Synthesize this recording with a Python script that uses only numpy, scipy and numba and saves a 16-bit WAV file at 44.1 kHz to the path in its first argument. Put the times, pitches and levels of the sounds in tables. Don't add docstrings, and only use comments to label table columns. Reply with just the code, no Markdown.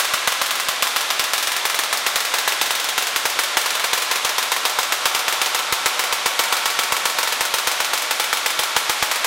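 import sys
import numpy as np
from scipy import signal
from scipy.fft import rfft, irfft
from scipy.io import wavfile
from numba import njit

SR = 44100
rng = np.random.default_rng(int(sys.argv[2]) if len(sys.argv) > 2 else 0)


def bounce(signal):
    frames = np.transpose(np.atleast_2d(signal))
    limited = np.clip(frames, -1, 1)
    pcm = np.round(limited * 32767).astype(np.int16)
    wavfile.write(sys.argv[1], SR, pcm)


N = 408366

# start_s, level_db, thump_db, snap_count
BANGS = [(.0011, 0, -31, 1), (0.1375, 1.2, -14, 0), (.275, 3, -12, 1), (0.4155, 0.5, -21, 4),
         (0.6858, 0.5, -17, 0), (0.8241, 4, -22, 1), (.9621, 1.5, -22, 1), (1.104, -0.5, -36, 0),
         (1.1952, 1.5, -15, 1), (1.3345, 1.6, -36, 2), (1.4725, -2, -23, 2), (1.6532, .2, -21, 4),
         (1.928, 0.2, -26, 1), (2.0648, 2, -27, 0), (2.1585, 2, -16, 2), (2.3397, 1, -22, 1),
         (2.4771, 2.5, -29, 1), (2.6138, 2.5, -37, 1), (2.7071, -0.5, -36, 4), (2.9792, 1.5, -18, 2),
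         (3.1611, 1.3, -18, 0), (3.2544, 1.5, -19, 1), (3.3903, 2.5, -23, 1), (3.57, 5, -12, 6),
         (3.9322, 2.5, -21, 2), (4.113, 0.5, -27, 1), (4.2486, 0.5, -16, 1), (4.3827, .5, -36, 1),
         (4.5187, 1, -36, 1), (4.6528, 2, -29, 1), (4.7879, 1.5, -17, 1), (4.9229, 2, -29, 0),
         (5.0563, 4, -14, 0), (5.1486, 1, -18, 1), (5.2812, 0.5, -24, 1), (5.4158, 2, -26, 1),
         (5.5475, 0.5, -43, 1), (5.725, 2.5, -7, 0), (5.8594, 4.5, -11, 0), (5.9936, 0.5, -37, 1),
         (6.126, 0.5, -20, 0), (6.2596, 3, -14, 0), (6.3923, 4.5, -15, 1), (6.5252, 2.5, -19, 1),
         (6.6574, 1.5, -28, 1), (6.7903, 1.5, -21, 1), (6.9224, 1, -12, 1), (7.0552, 2.3, -20, 1),
         (7.1864, 0.2, -36, 2), (7.3236, -2.5, -36, 0), (7.4081, 1, -15, 1), (7.54, 1.5, -18, 1),
         (7.6724, 2, -15, 1), (7.8029, -0.3, -28, 1), (7.9338, 0.5, -33, 2), (8.1096, 0.5, -34, 0),
         (8.1984, 1, -33, 1), (8.329, 1, -39, 1), (8.461, 1.5, -23, 1), (8.5916, 1, -14, 1),
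         (8.7648, 4.5, -9, 0), (8.8959, 3, -11, 0), (9.0256, 2, -7, 0), (9.1143, -1, -36, 1),
         (9.245, 1, -31, 0)]
# frequency_hz, gain_db
SHOCK_COLOUR = [(40, 21), (150, -10), (300, -4.5), (500, 3), (1000, 8), (1800, 3.5), (2900, 3), (3600, 4.5),
                (4500, 3), (6000, 3.5), (10000, 3), (15000, 2)]
# frequency_hz, gain_db
DIRECT_COLOUR = [(100, -7), (1000, -2), (4000, -0.5), (9000, -1), (14000, -1.5)]
# delay_before_ms, delay_after_ms, drift_ms_per_s, level_db
NEAR_ECHOES = [(3.9, 1.8, 0.06, -3), (4.8, 3.95, 0.01, -9.5), (5.4, 4.45, -0.01, -5),
               (7.4, 7.2, 0.13, -6.5)]
# frequency_hz, gain_db
BOUNCE_COLOUR = [(300, -0.5), (2000, -0.5), (5000, -0.46), (12000, 0)]
# frequency_hz, gain_db
CLUTTER_COLOUR = [(300, -1.5), (1000, 0), (3000, 3.5), (8000, 5), (15000, 5.6)]
# frequency_hz, gain_db
TAIL_COLOUR = [(100, 0.5), (250, 0.5), (500, 1), (900, -1.5), (1350, 1), (1800, 1.5), (3600, 3.5),
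               (6000, 3.5), (10000, 4), (15000, 8)]
# frequency_hz, decay_s
TAIL_DECAY = [(100, 0.83), (500, 2.3), (1500, 3.53), (3500, 3.4), (7000, 2.03), (11000, 1.05),
              (16000, 0.23)]
# pitch_hz, width_hz, lift_db, nearest_s
STANDING_WAVES = [(322, 30, 8, 7), (382, 22, 3, 6), (420, 24, -5, 4), (455, 16, 5, 3), (497, 14, 4, 6),
                  (592, 12, 5, 5), (615, 10, 5, 6), (636, 16, -6, 5), (658, 14, 5, 1.5), (745, 22, 7, 6),
                  (778, 20, -6, 3.5), (846, 22, 5, 7), (912, 24, 5, 7), (962, 36, -8, 1),
                  (1028, 22, 7, 2.6), (1124, 20, 5, 6.5), (1230, 50, -4, 7), (1352, 50, 5, 7),
                  (1595, 40, -3, 6), (1645, 24, 6, .6), (2257, 34, 5, 7.5), (3560, 400, 1.5, 2)]
# frequency_hz, gain_db
BACKGROUND_COLOUR = [(25, 8), (80, -4), (200, 3.5), (600, 14), (2000, -4.5), (6000, -26), (16000, -51)]

BEAT_HZ, BEAT_RISE_HZ_PER_S = 21.52, 0.16
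BANG_PUSH_MS, SNAP_PUSH_MS, PUSH_SCATTER = 0.095, 0.087, 0.15
SNAP_DB, SNAP_SCATTER_DB, SNAP_JITTER_S = -3.5, 1.5, 0.0006
SNAP_THUMP_DB, THUMP_SCATTER_DB = -36.5, 5
JUMP_S = 1.15


def undb(db):
    return 10 ** (np.asarray(db) / 20)


def at_hz(points, hz):
    frequencies, values = np.transpose(points)
    return np.interp(np.log(np.maximum(hz, 1)), np.log(frequencies), values)


def colour(x, points, size=2048):
    gain = undb(at_hz(points, np.fft.rfftfreq(size, 1 / SR)))
    cepstrum = irfft(np.log(gain))
    cepstrum[1:size // 2] *= 2
    cepstrum[size // 2 + 1:] = 0
    impulse = irfft(np.exp(rfft(cepstrum)))
    return signal.fftconvolve(x, impulse)[:len(x)]


def add(track, start_s, sound):
    track[(int(round(start_s * SR)) + np.arange(len(sound))) % N] += sound


def discharges():
    fired = []
    for start_s, level_db, thump_db, snap_count in BANGS:
        fired.append((start_s, level_db, BANG_PUSH_MS, thump_db))
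        beat_s = 1 / (BEAT_HZ + BEAT_RISE_HZ_PER_S * start_s)
        chance = rng.standard_normal((8, 4))
        for beat, (late, strong, long, heavy) in enumerate(chance[:snap_count], 1):
            fired.append((start_s + beat * beat_s + SNAP_JITTER_S * late,
                          SNAP_DB + SNAP_SCATTER_DB * strong,
                          SNAP_PUSH_MS * np.exp(PUSH_SCATTER * long),
                          SNAP_THUMP_DB + THUMP_SCATTER_DB * heavy))
    return fired


def shock(push_ms, crooked=0, spread_ms=0.47, size=256):
    ms = np.arange(size) * 1000 / SR
    pressure = np.diff(ms * np.exp(-ms / push_ms)) / ms[1]
    channel = crooked * rng.standard_normal(size) * np.exp(-ms / spread_ms)
    channel[0] = 1
    return np.convolve(pressure, channel)


def sparks(fired, leader_db=-20, lead_s=0.0018, stretch_per_db=0.034, wander_ms=0.074):
    direct, echoes, spread = np.zeros((3, N))
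    for start_s, level_db, push_ms, _ in fired:
        add(spread, start_s, undb(level_db) * shock(push_ms, crooked=0))
        near_ms = push_ms * np.exp(stretch_per_db * level_db)
        add(direct, start_s, undb(level_db) * shock(near_ms, crooked=0.23, spread_ms=0.62))
        leader_s = start_s - lead_s * rng.uniform(0.48, 1.4)
        add(direct, leader_s, undb(2 * level_db + leader_db) * shock(push_ms / 2))
        for before_ms, after_ms, drift, echo_db in NEAR_ECHOES:
            delay_ms = before_ms if start_s < JUMP_S else after_ms + drift * (start_s - JUMP_S)
            delay_ms += wander_ms * rng.standard_normal()
            echo = undb(level_db + echo_db) * shock(near_ms, crooked=0.1, spread_ms=0.89)
            add(echoes, start_s + delay_ms / 1000, echo)
    paths = colour(direct, DIRECT_COLOUR), colour(echoes, BOUNCE_COLOUR), spread
    return [colour(path, SHOCK_COLOUR) for path in paths]


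def thumps(fired, rise_s=0.0019, fall_s=0.0022):
    out, t = np.zeros(N), np.arange(SR // 20) / SR
    thump = (1 - np.exp(-t / rise_s)) * np.exp(-t / fall_s)
    for start_s, _, _, thump_db in fired:
        add(out, start_s, undb(thump_db) * thump)
    return out


def room_response(tail_spectrum, clutter_spectrum, tail_db=-36, clutter_db=-27,
                  clutter_s=0.023, build_s=0.0014, bands=14):
    t = np.arange(SR) / SR
    band_position = np.sqrt(np.linspace(0, 1, SR // 2 + 1)) * (bands - 1)
    tail = 0
    for band in range(bands):
        centre_hz = SR / 2 * (band / (bands - 1)) ** 2
        weight = np.maximum(1 - abs(band_position - band), 0)
        decay = np.exp(-np.log(1000) * t / at_hz(TAIL_DECAY, centre_hz))
        tail = tail + irfft(tail_spectrum * weight) * decay
    clutter = colour(irfft(clutter_spectrum) * np.exp(-t / clutter_s), CLUTTER_COLOUR)
    build_up = 1 - np.exp(-(t / build_s) ** 2)
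    return (undb(tail_db) * colour(tail, TAIL_COLOUR) + undb(clutter_db) * clutter) * build_up


def room(shocks, spots=22, steady_hz=2000):
    out, hop = np.zeros(N), N // (spots - 1)
    kept = np.exp(-(np.fft.rfftfreq(SR, 1 / SR) / steady_hz) ** 2)
    pattern = rfft(rng.standard_normal((2, SR)))
    for spot in range(spots):
        fresh = rfft(rng.standard_normal((2, SR)))
        pattern = kept * pattern + np.sqrt(1 - kept ** 2) * fresh
        span = np.arange(max((spot - 1) * hop, 0), min((spot + 1) * hop, N))
        crossfade = np.cos(np.pi / 2 * (span / hop - spot))
        add(out, span[0] / SR, signal.fftconvolve(shocks[span] * crossfade, room_response(*pattern)))
    return out


def standing_waves(sound, depth=0.97, reach_s=4):
    out, t = sound, np.arange(N) / SR
    for pitch_hz, width_hz, lift_db, nearest_s in STANDING_WAVES:
        band = signal.lfilter(*signal.iirpeak(pitch_hz, pitch_hz / width_hz, fs=SR), sound)
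        nearness = 1 / (1 + ((t - nearest_s) / reach_s) ** 2)
        out = out + (undb(depth * lift_db * nearness) - 1) * band
    return out


def background(level_db=-40):
    rush = colour(rng.standard_normal(N), BACKGROUND_COLOUR)
    return undb(level_db) * rush / np.std(rush)


def scene(direct_db=4, echo_db=3, room_db=2):
    fired = discharges()
    direct, echoes, spread = sparks(fired)
    near = undb(direct_db) * direct + undb(echo_db) * echoes + thumps(fired)
    reverberation = undb(room_db) * standing_waves(room(spread))
    sound = near + reverberation + background()
    return np.array([sound, sound])


@njit
def follow_peaks(rectified, attack, release, level):
    envelope = np.empty(len(rectified))
    for i, sample in enumerate(rectified):
        level += (sample - level) * (attack if sample > level else release)
        envelope[i] = level
    return envelope


def gain_control(x, knee_db=-16, attack_s=0.006, release_s=0.17, slope=0.38):
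    knee = undb(knee_db)
    envelope = follow_peaks(abs(x), 1 / (attack_s * SR), 1 / (release_s * SR), knee)
    return x * np.minimum(knee / (envelope + 1e-9), 1) ** slope


def overload(x, ceiling=0.68):
    oversampled = signal.resample_poly(x, 2, 1)
    rounded = oversampled / (1 + (oversampled / ceiling) ** 4) ** 0.25
    return signal.resample_poly(rounded, 1, 2)


def record(dry, low_cut_hz=150, top_cut_hz=15900):
    low_cut = signal.butter(1, low_cut_hz, "high", fs=SR, output="sos")
    top_cut = signal.firwin(255, top_cut_hz, window="blackman", fs=SR)
    sound = overload(gain_control(dry[0]))
    sound = signal.sosfilt(low_cut, sound)
    sound = signal.fftconvolve(sound, top_cut, "same")
    return np.array([sound, sound])


dry = scene()
out = record(dry)
bounce(out)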